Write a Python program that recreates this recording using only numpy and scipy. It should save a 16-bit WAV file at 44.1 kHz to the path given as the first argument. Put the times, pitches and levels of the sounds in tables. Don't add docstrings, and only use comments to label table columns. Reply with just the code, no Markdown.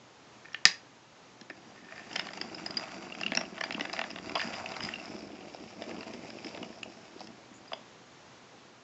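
import sys
import numpy as np
from scipy import signal
from scipy.fft import rfft, irfft, next_fast_len
from scipy.io import wavfile
from scipy.ndimage import uniform_filter1d

SR = 44100
rng = np.random.default_rng(int(sys.argv[2]) if len(sys.argv) > 2 else 0)


def dump(signal):
    limited = np.clip(np.atleast_2d(signal).T, -1, 1)
    pcm = np.round(limited * 32767).astype(np.int16)
    wavfile.write(sys.argv[1], SR, pcm)


N = 389403
TOP_HZ = 8000

# pitch_hz, level_db, t60_s
TRACK_MODES = [(260, -17, 0.034), (450, -15, 0.015), (668, -4.5, 0.025), (805, -5, 0.021),
               (1059, 2.5, 0.009), (1214, 1, 0.0079)]
WAGON_MODES = [(1550, -2, 0.019), (1788, 2.5, 0.02), (2120, -1.5, 0.012)]
ENGINE_MODES = [(2340, -7, 0.026), (2508, -3.5, 0.019), (2725, 6.5, 0.011), (3123, 1.5, 0.013),
                (3390, -2.5, 0.011)]
AXLE_MODES = [(4000, -7, .005), (4490, -1, 0.004), (4895, 2.5, 0.0085), (5220, 1.5, 0.011),
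              (5800, -9, 0.0055), (7100, -11, .005)]
COUPLING_MODES = [(178.6, -41.5, 0.066), (330, -38, .03), (504, -25, 0.017), (827, -31, 0.028),
                  (1200, -28, .012), (1845, -17.5, 0.029), (2150, -18, 0.0098), (2460, -15.5, 0.02),
                  (2640, -21, .016), (4000, -22, 0.012), (4440, -13.5, 0.0015), (4970, -2.5, 0.0062),
                  (5700, -13, 0.0063), (6230, -13, 0.006), (7500, -30, 0.0033)]
BODIES = (TRACK_MODES, WAGON_MODES, ENGINE_MODES, AXLE_MODES)
KNOCK_KINDS = {"bump": (8, -16, -18, -18, .002, -8, -18), "joint": (2, -19, -6, -4, .0016, -6, -14),
               "wagon": (-10, 3, -9, -10, .0017, -8, -15), "engine": (1, -19, 1, -9, .0016, -8, -16),
               "chassis": (-22, -28, 1, -14, .0015, 2, -19), "coupling": (-3, -2, 1, -6, .0015, -8, -14),
               "wheel": (0, -4, -8, -3, .0015, -4, -14), "axle": (-10, -5, -1, 2, .0022, -8, -16),
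               "crack": (-2, -2, -2, -15, .002, 10, -8), "hollow": (0, -24, 0, -9, .0018, 3, -14),
               "tick": (-16, -18, -10, 1, .0014, -3, -11)}
# time_s, level_db
HAND_PUSH = [(1.45, -26), (1.55, -14), (1.8, -17), (2.17, -4.5), (2.5, -7), (2.76, -4.5), (3.0, -5),
             (3.33, -2.5), (3.52, -7), (3.8, -5), (4.1, -5), (4.45, -3.8), (4.86, -4), (4.96, -7.5),
             (5.4, -6.5), (5.78, -8), (5.86, -3), (6.03, -3), (6.2, -6.5), (6.39, -7.5), (6.46, -4),
             (6.62, -4.5), (6.69, -8), (6.9, -9), (7.08, -12.5), (7.7, -17.5), (7.951, -26)]
# time_s, level_db
WHEEL_GRIND = [(1.5, -4), (2.2, .5), (4.2, -.5), (4.42, 5.5), (4.9, .5), (5.35, -6), (6.0, -7), (6.8, -9.5),
               (7.9, -4.5)]


def undb(db):
    return 10 ** (np.asarray(db) / 20)


def unit(x):
    return x / np.sqrt(np.mean(x ** 2))


def add(out, start_s, x):
    i = int(start_s * SR)
    out[i:i + len(x)] += x[:len(out) - i]


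def band(x, low_hz, high_hz):
    return signal.sosfilt(signal.butter(2, [low_hz, high_hz], "band", fs=SR, output="sos"), x)


def colour(x, spectrum):
    hz, db = np.transpose(spectrum)
    n = next_fast_len(len(x), True)
    bins_hz = np.maximum(np.arange(n // 2 + 1) * SR / n, 1)
    gain = undb(np.interp(np.log(bins_hz), np.log(hz), db, left=-90, right=-90))
    return unit(irfft(rfft(x, n) * gain, n)[:len(x)])


def wander(rate_hz):
    hold = int(SR / rate_hz)
    steps = np.repeat(rng.standard_normal(N // hold + 1), hold)
    return unit(uniform_filter1d(steps, hold)[:N])


def follow(curve, t):
    return np.interp(t, *np.transpose(curve), left=-100, right=-100)


def ring(modes, t, detune):
    hz, db, t60 = np.transpose(modes)[:, :, None]
    hz = hz * (1 + detune * rng.standard_normal(hz.shape))
    sign = (-1) ** np.arange(len(hz))[:, None]
    decay = np.exp(-np.log(1000) * t / t60)
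    return np.sum(sign * undb(db) * decay * np.sin(2 * np.pi * hz * t), axis=0)


def room_tone(air_db=-55.85, waver_db=.9, hum_hz=123, hum_db=-72):
    # freq_hz, level_db
    air_eq = [(15, -71), (25, -36), (90, -11.5), (112, -10), (153, -7), (260, -5), (464, -7), (511, -6.5),
              (590, -8.5), (751, -7.5), (890, -8.5), (1050, -9), (1510, -12.5), (6920, -21), (8000, -33),
              (10400, -55), (17600, -120)]
    hiss = undb(air_db + waver_db * wander(6.8)) * colour(rng.standard_normal(N), air_eq)
    hum = undb(hum_db) * unit(np.sin(2 * np.pi * hum_hz * np.arange(N) / SR))
    return hiss + hum


def wagon_taps(trim_db=-1.5, tuning=.985):
    # start_s, level_db, lowpass_hz
    taps = [(0.449, -41, 1600), (0.455, -35, 1800), (0.484, -41, 1500), (0.519, -43, 1500),
            (0.5448, -21.5, 2000), (0.6586, -13, 1800), (1.5, -28, 1500), (1.507, -33, 1300),
            (1.886, -40, 1300), (1.923, -31.5, 1500), (1.961, -36, 1400), (1.979, -33, 2100),
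            (1.994, -35, 2100)]
    out, t = np.zeros(N), np.arange(SR // 10) / SR
    for start, db, lowpass_hz in taps:
        softness = signal.butter(3, lowpass_hz, fs=SR, output="sos")
        body = ring(COUPLING_MODES, tuning * t, detune=.01)
        tap = band(signal.sosfilt(softness, body), 1300, 7000)
        add(out, start, undb(db + trim_db) * tap / np.abs(tap).max())
    return out


def knock(kind, detune=0.036, vary_db=2):
    *mix_db, chatter_s, strike_db, crack_db = KNOCK_KINDS[kind]
    mix_db = np.array(mix_db) + vary_db * rng.standard_normal(len(mix_db))
    t = np.arange(SR // 16) / SR
    chatter = rng.standard_normal(len(t)) * t * np.exp(-2 * t / chatter_s)
    contact = chatter / np.linalg.norm(chatter)
    add(contact, chatter_s / 2, undb([strike_db]))
    rings = (signal.fftconvolve(contact, ring(modes, t, detune))[:len(t)] for modes in BODIES)
    body = unit(sum(undb(db) * unit(ringing) for db, ringing in zip(mix_db, rings)))
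    crack = undb(crack_db) * unit(band(contact, 900, 3600))
    blow = band(body + crack, 220, 6400)
    return blow / np.abs(blow).max()


def clicks():
    # start_s, peak_db, kind
    hits = [(0.531, -40, "tick"), (0.5437, -25, "chassis"), (1.411, -37, "axle"), (1.4985, -34, "joint"),
            (2.129, -30, "axle"), (2.156, -27, "wagon"), (2.1588, -18, "axle"), (2.1936, -18.5, "axle"),
            (2.2678, -29, "joint"), (2.2868, -30, "wagon"), (2.333, -33, "axle"), (2.3728, -31, "wheel"),
            (2.412, -21, "axle"), (2.661, -29.5, "wheel"), (2.7057, -30, "wheel"), (2.795, -29.5, "wheel"),
            (2.8356, -30.5, "engine"), (3.211, -23.5, "wheel"), (3.28, -30, "chassis"),
            (3.319, -19, "crack"), (3.333, -28, "crack"), (3.3495, -19, "axle"), (3.373, -16.5, "coupling"),
            (3.4104, -25, "wheel"), (3.579, -30, "crack"), (3.6075, -28, "wagon"),
            (3.6102, -19, "coupling"), (3.637, -21, "coupling"), (3.7068, -23.5, "crack"),
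            (3.722, -26, "axle"), (3.7455, -23.5, "chassis"), (3.7784, -29, "bump"), (3.7956, -25, "crack"),
            (3.808, -18.5, "coupling"), (3.8525, -24.5, "crack"), (3.896, -29, "crack"),
            (3.9644, -27, "crack"), (3.978, -30, "wheel"), (3.9298, -23, "axle"), (3.935, -25, "wheel"),
            (3.9908, -18.5, "crack"), (4.0137, -20.5, "crack"), (4.039, -26, "crack"), (4.102, -28, "axle"),
            (4.111, -30, "tick"), (4.159, -29, "crack"), (4.185, -30.5, "crack"),
            (4.2944, -28.5, "coupling"), (4.353, -15, "joint"), (4.357, -19.5, "engine"),
            (4.3685, -24, "bump"), (4.3942, -20.5, "wagon"), (4.401, -23, "chassis"),
            (4.414, -21, "coupling"), (4.5357, -29.5, "coupling"), (4.659, -26, "chassis"),
            (4.7177, -28, "wheel"), (4.7652, -28, "wheel"), (4.8047, -22.5, "coupling"),
            (4.8344, -28, "tick"), (4.8877, -24.5, "wagon"), (5.055, -36, "tick"), (5.5454, -36, "tick"),
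            (5.82, -28.5, "axle"), (5.911, -35, "coupling"), (6.0069, -31, "axle"),
            (6.0295, -32, "coupling"), (6.1347, -33.5, "axle"), (6.3017, -33, "axle"),
            (6.386, -37, "chassis"), (6.445, -30, "axle"), (6.468, -33, "chassis"), (6.49, -36, "tick"),
            (6.547, -33, "engine"), (6.574, -33, "crack"), (6.628, -29, "engine"), (6.8298, -27, "chassis"),
            (7.194, -39, "tick"), (7.205, -34, "tick"), (7.213, -37.5, "axle"), (7.271, -39, "tick"),
            (7.718, -31, "bump"), (7.732, -24, "hollow")]
    out = np.zeros(N)
    for start, peak_db, kind in hits:
        add(out, start, undb(peak_db) * knock(kind))
    return out


def magnet_snap(rise_s=0.00014, crack_db=-15, crack_s=0.002, rattle_db=-24.5, rattle_s=0.023):
    # start_s, level_db
    contacts = [(0.6534, 5.5), (0.6544, 0)]
    # freq_hz, level_db
    crack_eq = [(30, -22), (200, -9), (2500, 4.5), (3500, 2), (6000, 9), (8000, -7), (16000, -2)]
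    rattle_eq = [(200, -11), (800, -5), (1300, -8), (2500, 2.5), (3300, -1), (4200, 7), (6300, -1),
                 (8000, -22)]
    out, t = np.zeros(N), np.arange(SR // 4) / SR
    body = ring(COUPLING_MODES, t, detune=0)
    attack = 1 - np.exp(-t / rise_s)
    for start, db in contacts:
        crack = colour(rng.standard_normal(len(t)), crack_eq) * np.exp(-t / crack_s)
        add(out, start, undb(db) * attack * (body + undb(crack_db) * crack))
    rattle = colour(rng.standard_normal(len(t)), rattle_eq) * np.exp(-t / rattle_s)
    add(out, contacts[0][0], undb(rattle_db) * rattle)
    return out


def track_thumps(trim_db=-2.5, rise_s=.0012):
    # start_s, level_db, pitch_hz
    drops = [(1.413, -41, 240), (1.505, -37, 340), (2.268, -35, 740), (2.412, -35, 380), (2.768, -34, 240),
             (3.319, -28, 270), (3.350, -28, 700), (3.373, -29, 240), (3.746, -28, 250), (3.779, -33, 230),
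             (3.807, -31, 620), (3.810, -28, 280), (4.355, -19, 1070), (4.447, -32, 230), (4.468, -32, 230),
             (4.835, -33, 200), (5.546, -29, 680), (5.818, -28, 590), (5.911, -33, 480), (6.135, -36, 330),
             (6.445, -35, 290), (6.457, -30, 340), (6.549, -32, 620), (6.574, -34, 380), (6.612, -31, 250),
             (6.629, -33, 330), (6.774, -37, 680), (6.859, -36, 640), (7.160, -35, 340), (7.206, -30, 760),
             (7.214, -34, 740), (7.511, -41, 280), (7.733, -25, 860)]
    # pitch_ratio, level_db, t60_cycles
    partials = [(.72, -5, 10), (1, 0, 13), (1.33, -6, 12), (1.9, -15, 10)]
    out, t = np.zeros(N), np.arange(SR // 8) / SR
    attack = 1 - np.exp(-t / rise_s)
    for start, db, hz in drops:
        modes = [(hz * ratio, mode_db, cycles / (hz * ratio)) for ratio, mode_db, cycles in partials]
        thud = band(ring(modes, t, detune=.03) * attack, .6 * hz, 4 * hz)
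        add(out, start, undb(db + trim_db) * thud / np.abs(thud).max())
    return out


def wood_grain(per_s, spread_db, smooth):
    size = undb(spread_db * np.minimum(rng.exponential(size=N), 4))
    impacts = (rng.random(N) < per_s / SR) * size * rng.choice([-1, 1], N)
    return unit(impacts) + smooth * rng.standard_normal(N)


def axle_ticks(per_s=170, spread_db=8):
    # track_db, wagon_db, engine_db, axle_db
    mix_db = (1.5, -5, 0, -7)
    out, t = np.zeros(N), np.arange(SR // 50) / SR
    for start in rng.uniform(0, N / SR, int(per_s * N / SR)):
        part = rng.choice(4)
        size = undb(mix_db[part] + spread_db * rng.uniform(-1, 1))
        add(out, start, size * unit(ring(BODIES[part], t, detune=0.069)))
    return unit(band(out, 300, 7900))


def rolling(rumble_db=-45.3, drone_db=-49.5, scrape_db=-50, hiss_db=-53.5, tick_db=-50.5):
    # freq_hz, level_db
    rumble_eq = [(29, -55.5), (50, -15.5), (107, -7), (140, -11), (184, 4.5), (209, 5.5), (345, 3),
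                 (415, -3), (520, -10), (680, -36), (1140, -120)]
    drone_eq = [(280, -48.5), (480, -10.5), (554, -1.5), (609, 5.5), (713, 7.5), (986, -4), (1500, -23.5),
                (1950, -51.5), (3300, -120)]
    scrape_eq = [(820, -11), (1400, 6.5), (1800, -1.5), (1960, 3), (2340, 3.5), (2770, 2.5), (3040, -12.5),
                 (3900, -24), (5070, -49.5), (8580, -120)]
    hiss_eq = [(2180, -32), (3700, -9), (4250, -12), (4820, 5.5), (4960, -4.5), (5650, -3.5), (6470, -11),
               (7330, -6), (7650, -20), (8000, -37), (10400, -55), (17600, -120)]
    bend_rumble_eq = [(29, -55), (50, -16), (107, -5), (145, -10), (190, 2.5), (230, 5.5), (345, 3),
                      (450, -3), (620, -6), (850, -16), (1300, -60)]
    bend_scrape_eq = [(800, -8), (1400, -3), (1900, -3), (2300, 5), (2750, 1), (3200, -8), (4200, -14),
                      (8000, -50)]
    bend_s, crossfade_s = 5.15, .5
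    bend_rumble_db, bend_scrape_db, bend_drone_trim_db = -44.5, -47.5, -2
    judder_db, lurch_db = 4.2, 2.1

    t = np.arange(N) / SR
    push_db, grind_db = follow(HAND_PUSH, t), follow(WHEEL_GRIND, t)
    crossfade = np.clip((t - bend_s) / crossfade_s + .5, 0, 1)
    straight, bend = np.sqrt(1 - crossfade), np.sqrt(crossfade)
    bumps = wood_grain(per_s=95, spread_db=2.3, smooth=0.7)
    grit = wood_grain(per_s=500, spread_db=4, smooth=0.54)
    judder = undb(judder_db * np.tanh(wander(45)))

    rumble = straight * undb(rumble_db) * colour(bumps, rumble_eq)
    rumble += bend * undb(bend_rumble_db) * colour(bumps, bend_rumble_eq)
    drone = undb(drone_db + 0.33 * grind_db) * colour(grit + bumps, drone_eq)
    drone *= straight + bend * undb(bend_drone_trim_db)
    scrape = straight * undb(scrape_db + grind_db) * colour(grit, scrape_eq)
    scrape += bend * undb(bend_scrape_db + grind_db) * colour(grit, bend_scrape_eq)
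    hiss = undb(hiss_db + 0.66 * grind_db) * colour(grit + rng.standard_normal(N), hiss_eq)
    ticks = undb(tick_db + grind_db) * axle_ticks()
    lurch = undb(lurch_db * wander(12))
    return undb(push_db) * (lurch * rumble + judder * (drone + scrape + hiss) + ticks)


def clatter(per_s=12, level_db=-31.5, scatter_db=3.5, grind_share=.8):
    out, kinds = np.zeros(N), list(KNOCK_KINDS)
    for slot in np.arange(HAND_PUSH[0][0], HAND_PUSH[-1][0], 1 / per_s):
        start = slot + rng.random() / per_s
        drive_db = follow(HAND_PUSH, start) + grind_share * follow(WHEEL_GRIND, start)
        peak_db = level_db + drive_db + scatter_db * rng.uniform(-1, 1)
        add(out, start, undb(peak_db) * knock(rng.choice(kinds)))
    return out


def rubs(band_ratio=3):
    # start_s, length_s, level_db, part
    drags = [(1.62, 0.85, -58.5, "wagon"), (2.158, 0.075, -47, "engine"), (2.728, 0.085, -48, "floor"),
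             (2.6, .45, -55, "groove"), (3.1, 0.39, -49, "floor"), (3.72, 0.16, -50, "floor"),
             (4.346, 0.042, -34, "joint"), (4.348, 0.13, -44, "axle"), (4.33, 0.52, -47, "bend"),
             (4.398, 0.056, -42, "wagon"), (4.545, 0.035, -47, "squeak"), (4.762, 0.15, -48, "floor"),
             (4.787, 0.1, -46.5, "engine"), (4.8, .095, -45, "squeak"), (4.78, .13, -52, "mat"),
             (4.1, .7, -60, "mat"), (4.82, .13, -50, "cab"), (4.9, 2.7, -63.5, "flange"),
             (5.81, 0.27, -48, "track"), (5.8, .4, -56, "joint"), (5.8, .6, -60, "engine"),
             (4.85, .5, -58, "flange"), (6.435, .07, -54, "flange"), (6.5, 0.15, -52, "track"),
             (7.185, .1, -60, "flange"), (7.52, .08, -63, "whistle")]
    voices = {"wagon": (1810, 100), "floor": (206, 55), "track": (440, 330), "joint": (990, 150),
              "axle": (4900, 160), "flange": (5250, 350), "engine": (2140, 600), "bend": (720, 220),
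              "squeak": (5000, 70), "cab": (2750, 350), "mat": (100, 30), "whistle": (7000, 200),
              "groove": (1250, 400)}
    out = np.zeros(N)
    slips = wood_grain(per_s=330, spread_db=2.5, smooth=0.42)
    for start, length, db, part in drags:
        hz, width_hz = voices[part]
        i, n = int(start * SR), int(length * SR)
        resonance = signal.lfilter(*signal.iirpeak(hz, hz / width_hz, fs=SR), slips[i:i + n])
        voice = band(resonance, hz / band_ratio, min(hz * band_ratio, TOP_HZ))
        add(out, start, undb(db) * unit(voice) * signal.windows.tukey(n, .7))
    return out


def high_pings(rise_s=0.0011, grit_db=-13, glide=.012, settle_s=.008, waver=.005):
    # start_s, peak_db, pitch_hz, t60_s
    pings = [(2.5464, -31.5, 5050, 0.026), (2.662, -26.5, 4990, 0.024), (2.707, -31, 4900, 0.024),
             (2.7695, -19, 4830, 0.038), (3.122, -31.5, 2770, .03), (3.2336, -21.5, 2750, 0.016),
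             (3.263, -18, 2800, 0.017), (3.3724, -14, 5500, 0.009), (3.638, -30, 4780, .05),
             (4.9377, -24.5, 2780, 0.019), (4.957, -32, 2740, .02), (4.9976, -35.5, 2690, .03),
             (6.6295, -32, 2900, .012), (6.8305, -28, 2830, .014), (6.831, -38, 6950, .012),
             (7.678, -45, 4880, 0.04), (7.733, -33, 3450, .012), (7.734, -40, 4830, .04)]
    grit_eq = [(1200, 9.0), (2600, 4.5), (5000, 0), (7500, -12.0)]  # freq_hz, level_db
    out, t = np.zeros(N), np.arange(SR // 10) / SR
    for start, peak_db, hz, t60 in pings:
        grit = undb(grit_db) * colour(rng.standard_normal(len(t)), grit_eq)
        jitter = waver * unit(band(rng.standard_normal(len(t)), 60, 500))
        pitch_hz = hz * (1 + glide * (1 - np.exp(-t / settle_s)) + jitter)
        swell = (1 - np.exp(-t / rise_s)) * np.exp(-np.log(1000) * t / t60)
        ping = swell * (np.sin(2 * np.pi * np.cumsum(pitch_hz) / SR) + grit)
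        add(out, start, undb(peak_db) * ping / np.abs(ping).max())
    return out


def room_reverb(x, tail_db=-13.5, t60_s=0.24, build_s=0.0053):
    # delay_s, level_db
    echoes = [(.0062, -24.5), (0.011, -29.5), (0.018, -21), (.0445, -34.5)]
    tail_eq = [(60, -8), (600, 4.5), (2000, 3.0), (5000, -1), (8500, -4.0)]  # freq_hz, level_db
    t = np.arange(SR // 2) / SR
    envelope = np.exp(-np.log(1000) * t / t60_s) * (1 - np.exp(-t / build_s))
    tail = colour(rng.standard_normal(len(t)), tail_eq) * envelope
    response = undb(tail_db) * tail / np.sqrt(np.sum(tail ** 2) * SR / (2 * TOP_HZ))
    for delay, db in echoes:
        add(response, delay, undb([db]))
    return signal.fftconvolve(x, response)[:N]


def scene():
    impacts = clicks() + track_thumps() + wagon_taps() + magnet_snap()
    train = impacts + high_pings() + rubs() + rolling() + clatter()
    return (train + room_reverb(train) + room_tone())[None]


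def record(dry):
    ceiling = 1.05
    lowpass = signal.ellip(8, .2, 46, TOP_HZ - 150, fs=SR, output="sos")
    return signal.sosfilt(lowpass, ceiling * np.tanh(dry / ceiling))


dry = scene()
out = record(dry)
dump(out)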